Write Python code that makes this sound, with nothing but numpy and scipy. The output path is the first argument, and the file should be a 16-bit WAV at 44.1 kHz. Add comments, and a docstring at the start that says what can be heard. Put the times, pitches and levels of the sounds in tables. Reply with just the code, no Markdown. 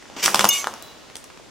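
"""One slow step on broken glass in a large empty hall, heard close up through two microphone ports.
A few light pieces crack first; then the sole grinds splinters, made as filtered random grains, while
larger pieces snap as pitched knocks and noise cracks, sound the floor and overload the microphone.
A shard springs free, rings as decaying sines and skitters over the floor in a spray of short pings.
A chip and a few last pieces tick as the foot settles; echoes and a steady hush of noise fill the hall."""
import sys
import numpy as np
from scipy import signal
from scipy.fft import rfft, irfft, next_fast_len
from scipy.io import wavfile

SR = 44100
rng = np.random.default_rng(int(sys.argv[2]) if len(sys.argv) > 2 else 0)


def persist_wave(psi):
    """Save psi, clipped to +-1, as 16-bit WAV."""
    counts = np.round(np.clip(psi, -1, 1) * 32767).astype(np.int16)
    wavfile.write(sys.argv[1], SR, np.atleast_2d(counts).T)


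N = 66150


def amp(db):
    """Decibels to gain."""
    return 10 ** (np.asarray(db) / 20)


def unit(x):
    """Scale to rms 1."""
    return x / np.sqrt(np.mean(x ** 2) + 1e-20)


def along(points, hz):
    """Read a table of (f/Hz, value) at any frequency, on a log axis."""
    f, value = np.transpose(points)
    return np.interp(np.log(hz + 1), np.log(f + 1), value)


def level(rows):
    """Gain per sample from (t/s, level/dB) points, -100 dB outside them."""
    s, db = np.transpose(rows)
    return amp(np.interp(np.arange(N) / SR, s, db, left=-100, right=-100))


def since(s):
    """Seconds since s, zero before."""
    return np.maximum(np.arange(N) / SR - s, 0)


def decay(t, t60):
    """Exponential decay that falls 60 dB in t60 seconds."""
    return np.exp(-np.log(1000) * t / t60)


def burst(s, t60, rise_s=.0002):
    """A quick rise at s and an exponential decay."""
    t = since(s)
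    return (1 - np.exp(-t / rise_s)) * decay(t, t60)


def ring(s, hz, t60, rise_s=.0002):
    """One mode struck at s: a decaying sine."""
    return burst(s, t60, rise_s) * np.sin(2 * np.pi * hz * since(s))


def filtered(x, response):
    """Multiply the spectrum of x by a response of frequency."""
    size = next_fast_len(N + SR // 2)
    return irfft(rfft(x, size) * response(np.fft.rfftfreq(size, 1 / SR)), size)[..., :N]


def resonate(x, peaks):
    """Lift or dip x at resonances given as (f/Hz, width/Hz, boost/dB)."""
    def response(f):
        gain = 1
        for hz, width, db in peaks:
            band = 1j * f * width
            gain = gain + (amp(db) - 1) * band / (hz * hz - f * f + band)
        return gain
    return filtered(x, response)


def spread(pair, spectrum, alike):
    """Colour two unrelated signals and blend them into stereo of rms 1."""
    def mid_side(hz):
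        turn = np.arccos(np.clip(along(alike, hz), -1, 1)) / 2
        return amp(along(spectrum, hz)) * [np.cos(turn), np.sin(turn)]
    mid, side = filtered(pair, mid_side)
    return unit(np.array([mid + side, mid - side]))


def noise(spectrum, alike):
    """Coloured stereo noise of rms 1."""
    return spread(rng.standard_normal((2, N)), spectrum, alike)


# how alike close sounds are at the two microphone ports: f/Hz, left-right likeness
NEAR_ALIKE = [(100, 1), (1000, 0.98), (3000, 0.9), (8000, 0.75), (14000, 0.85)]

# pieces snapping under the sole:
# t/s, knock level/dB, knock f/Hz, crack level/dB, crack t60/s, crack f/Hz
SNAPS = [(.0250, -33.5, 1730, -36, 0.015, 1980), (0.0557, -30, 1554, -54, 0.0074, 1900),
         (0.0994, -29.5, 680, -33, 0.0089, 1490), (0.165, -24.5, 440, -28.5, 0.019, 1480),
         (0.2529, -32, 1460, -10.5, 0.017, 6900), (0.2589, -27, 1310, -3, 0.019, 6050),
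         (0.2798, -1.5, 1334, -28, 0.0057, 1984), (0.3448, 0, 1040, -0.5, 0.012, 5740),
         (0.3574, -11.5, 1050, -6.5, 0.0082, 3930), (0.3735, -34, 1100, -16, 0.0073, 2400),
         (0.3934, -3.5, 1380, 0, 0.0094, 3660), (0.4077, -7, 970, -10.5, 0.031, 3740),
         (0.4176, -22, 810, -18, 0.0028, 3000), (0.443, 2.5, 1003, -5, 0.016, 5030),
         (0.4531, -7, 1110, 2.5, 0.004, 5750), (0.6429, -11.5, 1210, -20, 0.013, 2370),
         (0.671, -5.5, 1150, -13.5, 0.0085, 3220), (0.7386, -23, 953, -20.5, 0.0066, 5350),
         (1.0995, -35, 1190, -31, 0.0081, 1800), (1.155, -61, 1200, -19, 0.0082, 4200),
         (1.1673, -42, 2500, -21.5, 0.0067, 6560), (1.2410, -50, 1000, -31, 0.015, 6270),
         (1.3010, -31, 970, -39, 0.028, 1200), (1.374, -32, 1060, -35, 0.013, 2000),
         (1.3981, -30, 605, -63, .006, 1190), (1.4620, -35.5, 600, -49, 0.0071, 1940)]
# colour shared by the cracks: f/Hz, level/dB
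CRACK = [(100, -8.5), (600, -2.5), (1800, -3), (3200, 2.5), (4200, -2), (5800, 0), (8000, 0.5),
         (11000, 1.5), (15500, -9.5)]
CRACK_RISE_S = 0.00043
CRACK_FOCUS_DB, CRACK_WIDTH_OCT = 5, .3  # boost around each crack's own pitch
CRACK_TOP = 2.65  # a crack fades above this multiple of its pitch
# cycles to the knock's peak; more for a hard knock; how fast its pitch sags
KNOCK_CYCLES, KNOCK_GROWS, KNOCK_SAG = 0.44, 0.15, 0.088
KNOCK_LOW_HZ = 382  # the knocks carry little below this


def snaps():
    """Each piece gives a knock of a cycle or two, smothered by the sole, and a bright crack of its own pitch."""
    knocks, cracks = np.zeros(N), np.zeros((2, N))
    size = 4096  # samples a crack may last
    grid = np.fft.rfftfreq(size, 1 / SR) + 1
    splitting = noise(CRACK, NEAR_ALIKE)
    for s, knock_db, hz, crack_db, t60, crack_hz in SNAPS:
        u = since(s) * hz  # cycles since the snap
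        cycles = KNOCK_CYCLES + KNOCK_GROWS * amp(knock_db)
        swell = (u / cycles * np.exp(1 - u / cycles)) ** 2
        sagging = u * (1 + KNOCK_SAG) / (1 + KNOCK_SAG * u)
        knocks -= amp(knock_db) * swell * np.sin(2 * np.pi * sagging)

        start = min(int(s * SR), N - size)
        span = slice(start, start + size)
        octaves = np.log2(grid / crack_hz)
        focus = amp(CRACK_FOCUS_DB * np.exp(-.5 * (octaves / CRACK_WIDTH_OCT) ** 2))
        focus = focus / np.hypot(1, (grid / (CRACK_TOP * crack_hz)) ** 2)
        crack = unit(irfft(rfft(splitting[:, span]) * focus))
        cracks[:, span] += amp(crack_db) * burst(s, t60, CRACK_RISE_S)[span] * crack
    low_cut = signal.butter(2, KNOCK_LOW_HZ, "highpass", fs=SR, output="sos")
    return signal.sosfilt(low_cut, knocks) + cracks


# grinding of the splinters: t/s, level/dB
GRIND = [(.0, -55.5), (.160, -51), (.170, -36), (.188, -36), (.203, -32.5), (.224, -36), (.229, -23),
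         (.243, -16), (.256, -28), (.275, -26.5), (.325, -33), (.375, -32), (.425, -31), (.480, -33),
         (.500, -57), (.70, -60.5)]
# colour of the splinters: f/Hz, level/dB
SPLINTERS = [(60, -38), (200, -28), (450, -1.5), (900, -4), (1700, -1.5), (3000, 5.5), (4000, -3.5),
             (5500, 3.5), (7500, -3), (11000, -9.5), (13800, -9), (15800, -29)]
# resonances of the pieces ground under the sole: f/Hz, width/Hz, boost/dB
PIECES = [(3140, 51, -0.5), (6100, 42, -2), (7700, 38, 7), (9250, 54, 3), (13800, 250, 4)]
# the sole pressing on the floor: t/s, level/dB
PRESS = [(0, -62.5), (.155, -47), (.170, -37.5), (.20, -41), (.22, -42), (.26, -33.5), (.33, -35.5),
         (.40, -33), (.475, -33.5), (.51, -53.5), (.75, -42)]
# colour of the pressing sole: f/Hz, level/dB
SOLE = [(25, -27), (70, -21), (130, -6.5), (200, -1.5), (320, 0.5), (480, -4), (900, -0.5), (1800, -11),
        (5000, -39)]
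FIZZ_HZ, FIZZ_GROWS = 8400, 0.48  # the harder the grinding, the more fizz above this pitch


def crunch():
    """The sole presses down and grinds the splinters, which ring the larger pieces; more force is brighter."""
    force = level(GRIND)
    splinters = resonate(grit(SPLINTERS), PIECES)
    fizz = filtered(splinters, lambda f: 1 - 1 / (1 + (f / FIZZ_HZ) ** 8))
    dull = splinters - fizz
    grinding = dull + 2 * fizz * (force / force.max()) ** FIZZ_GROWS
    return force * grinding + level(PRESS) * noise(SOLE, NEAR_ALIKE)


GRAINS_PER_S, GRAIN_SPREAD_DB = 1800, 1.5
DUST_DB = -1  # relative to the grains


def grit(spectrum):
    """Dense tiny fractures of uneven size over a bed of dust, rms 1."""
    sizes = amp(GRAIN_SPREAD_DB * np.minimum(rng.exponential(size=N), 4))
    grains = (rng.random(N) < GRAINS_PER_S / SR) * sizes * rng.standard_normal((2, N))
    dust = amp(DUST_DB) * rng.standard_normal((2, N))
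    return spread(unit(grains) + dust, spectrum, NEAR_ALIKE)


# the weight of the foot dropping onto the floor: t/s, level/dB
DROPS = [(0.2811, -7.5), (0.3451, -2), (0.3934, 0.5), (0.4077, -5.5), (0.4426, 5.5)]
# the floor's dull answer to each drop: f/Hz, level/dB, t60/s
THUD = [(128.4, -46, .15), (176, -51, 0.08), (204.2, -28, 0.14), (256, -30.5, 0.054), (325.6, -32, 0.15)]
THUD_RISE_S = 0.0015


def thud():
    """As the larger pieces give way the foot drops a little and sounds the floor's low modes."""
    floor = np.zeros(N)
    for s, drop_db in DROPS:
        for hz, db, t60 in THUD:
            floor += amp(drop_db + db) * ring(s, hz, t60, THUD_RISE_S)
    return floor


# the loose shard's modes: f/Hz, level/dB, t60/s, pan (left minus right)/dB, t/s when the floor smothers it
SHARD = [(1133, -38, 3.5, 1.5, 0.638), (2214, -32.5, 4.5, -1.5, 0.617), (2879, -18.5, 0.73, 2.5, 0.5735),
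         (5303, -14, 0.035, 2, .51), (6410, -10, 0.08, 2, .52), (6360, -31.5, 0.88, 13, 0.55),
         (12730, -10.5, 0.047, 9, .51), (13700, -17, 0.04, -5, .51)]
# its bounces on the floor, each sounding one note: t/s, level/dB, f/Hz, t60/s
BOUNCES = [(0.508, -19.5, 3612, 0.17), (0.507, -17, 6260, 0.05), (0.525, -23.5, 7400, 0.11),
           (0.535, -28, 6100, 0.07), (.5530, -27.5, 2290, 0.14)]
# colour of the tick as it springs free: f/Hz, level/dB
TICK = [(1000, -16), (2800, 4), (4000, -37), (5500, -20), (7700, -1.5), (10000, 10.5), (12700, 5.5),
        (14000, 5), (15500, -3)]
# the shard sliding between contacts: t/s, level/dB
SLIDE = [(.487, -58), (0.505, -31.5), (.538, -22), (.565, -24.5), (0.61, -29), (.635, -39), (.70, -48),
         (.80, -90)]
CLINK_S, CLINK_TICK_DB = .4890, -8.5  # the shard springs free
TICK_T60, TICK_RISE_S = 0.032, .0006  # seconds
SMOTHER_T60 = .05  # seconds


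def shard():
    """A shard springs free with a bright tick, rings until the floor smothers it, and slides among the crumbs."""
    rings = np.zeros((2, N))
    for hz, db, t60, pan_db, stop in SHARD:
        sides = amp([[db + pan_db / 2], [db - pan_db / 2]])
        rings += sides * ring(CLINK_S, hz, t60) * decay(since(stop), SMOTHER_T60)
    bounces = sum(amp(db) * ring(s, hz, t60) for s, db, hz, t60 in BOUNCES)
    tick = amp(CLINK_TICK_DB) * burst(CLINK_S, TICK_T60, TICK_RISE_S) * noise(TICK, NEAR_ALIKE)
    return rings + bounces + tick + level(SLIDE) * tinkle()


# range of the crumbs' pings: lowest f/Hz, highest f/Hz
PING_HZ = (2020, 15540)
# resonances stirred by the sliding shard: f/Hz
SLIDE_HZ = [4520, 6105, 6386, 7580, 9125, 12190, 13950]
# colour of the slide: f/Hz, level/dB
SCRAPE = [(400, -48), (1200, -16), (2300, -2.5), (4000, -5.5), (5200, -1.5), (6400, 2), (7600, 0),
          (8700, -11), (9900, -4.5), (12500, -3.5), (15500, -22)]
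PINGS_PER_S, PING_T60 = 3500, .11  # t60 in seconds
PING_DUST_DB = -3  # fine scrape relative to the pings
SLIDE_WIDTH_HZ, SLIDE_BOOST_DB = 60, 8


def tinkle():
    """Short pings of crumbs and a fine scrape keep the glass singing; rms 1 while the shard slides."""
    start, end = SLIDE[0][0], SLIDE[-1][0]
    length = end - start
    draws = rng.random((int(PINGS_PER_S * length), 4))  # pitch, moment, left size, right size
    k = np.arange(SR // 20)  # each ping is cut after 50 ms
    hz = PING_HZ[0] + (PING_HZ[1] - PING_HZ[0]) * draws[:, :1]
    pings = np.sin(2 * np.pi * hz * k / SR) * decay(k / SR, PING_T60)
    first = ((start + draws[:, 1:2] * length) * SR).astype(int)
    where = (first + k).ravel()
    pair = np.array([np.bincount(where, (pings * (size[:, None] - .5)).ravel(), N)[:N]
                     for size in draws.T[2:]])
    dust = unit((pair != 0) * rng.standard_normal((2, N)))
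    scrape = unit(pair) + amp(PING_DUST_DB) * dust
    scrape = resonate(scrape, [(f, SLIDE_WIDTH_HZ, SLIDE_BOOST_DB) for f in SLIDE_HZ])
    return spread(scrape, SCRAPE, NEAR_ALIKE) * np.sqrt(length * SR / N)


# a tiny chip landing twice: t/s, tick level/dB, tone level/dB
CHIPS = [(.8248, -17, -43), (.881, -60, -46.5)]
CHIP_HZ, CHIP_T60 = 3951, .22  # t60 in seconds


def chip():
    """A tiny chip touches the floor with a thin tick and a faint tone, then bounces and lands again with hardly
    more than the tone."""
    ticks = sum(amp(tick_db) * burst(s, .002, .00005) for s, tick_db, _ in CHIPS)
    tone = sum(amp(tone_db) * ring(s, CHIP_HZ, CHIP_T60) for s, _, tone_db in CHIPS)
    return tone + ticks * noise([(2000, -20), (7000, 0), (15000, 0)], NEAR_ALIKE)


# echo off the nearby counter and ceiling: f/Hz, t60/s
NEAR_T60 = [(200, 0.19), (1000, 0.16), (4000, 0.12), (12000, 0.36)]
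# echo of the whole hall: f/Hz, t60/s
HALL_T60 = [(200, 4.9), (1000, 1.65), (4000, 2.5), (8000, 1.13), (14000, 1.74)]
NEAR_DB, NEAR_DELAY_S = -5, .004
HALL_DB, HALL_DELAY_S = -18, .025


def echoes(send):
    """A short answer from the surfaces close by and a long, quieter one from the hall."""
    near = amp(NEAR_DB) * echo(send, NEAR_T60, NEAR_DELAY_S)
    return near + amp(HALL_DB) * echo(send, HALL_T60, HALL_DELAY_S)


def echo(x, t60s, delay_s):
    """A diffuse noise tail in which each frequency dies at its own speed."""
    white = noise([(20, 0), (20000, 0)], NEAR_ALIKE)
    hz, t, z = signal.stft(white, SR, nperseg=256)
    fading = amp(-60 * t / along(t60s, hz)[:, None])
    tail = signal.istft(z * fading, SR, nperseg=256)[1]
    tail = tail / np.linalg.norm(tail[0])
    tail = np.pad(tail, ((0, 0), (int(abs(delay_s) * SR), 0)))
    return signal.fftconvolve(x, tail, axes=1)[:, :N]


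# phase between the two microphone ports: f/Hz, radians by which the left leads
PORT_PHASE = [(3000, 0), (6000, -0.23), (7400, 1.17), (8300, 2), (12400, 3), (15000, 7)]
# tilt between the ports: f/Hz, left minus right level/dB
PORT_TILT = [(500, -0.1), (1200, 1), (2500, 1.5), (4500, -0.7), (8000, -3), (12000, -0.5)]


def ports(sound):
    """The two ports take the sound with a level and phase difference that vary with frequency."""
    sides = np.array([[.5], [-.5]])

    def response(hz):
        return amp(sides * along(PORT_TILT, hz)) * np.exp(1j * sides * along(PORT_PHASE, hz))
    return filtered(sound, response)


# colour of the empty hall's hush: f/Hz, level/dB
AIR = [(15, -41), (25, -1.5), (130, -1.5), (189, -2), (324, 1), (352, -1), (486, -1.5), (981, -7),
       (1780, -9), (4100, -12.5), (4950, -13), (7030, -14.5), (15800, -36)]
# how alike the hush is at the two ports: f/Hz, left-right likeness
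AIR_ALIKE = [(60, -0.69), (240, -0.14), (950, 0.24), (3770, 0.53), (15000, -0.13)]
AIR_DB = -46.5


def hush():
    """The steady hush of the hall: wide coloured noise."""
    return amp(AIR_DB) * noise(AIR, AIR_ALIKE)


RING_WET = .25  # share of the shard that feeds the echoes


def scene():
    """The step, its echoes and the hush of the hall at two microphone ports."""
    step = snaps() + crunch() + chip()
    glass = shard()
    sound = step + glass + thud() + echoes(step + RING_WET * glass)
    return ports(sound) + hush()


CLIP_TOP = 1.0  # full scale
TOP_HZ = 15900


def record(dry):
    """The loudest snaps overload the microphone; nothing is kept above the band limit."""
    clipped = dry / (1 + np.abs(dry / CLIP_TOP) ** 8) ** (1 / 8)
    return filtered(clipped, lambda hz: hz < TOP_HZ)


dry = scene()
out = record(dry)
persist_wave(out)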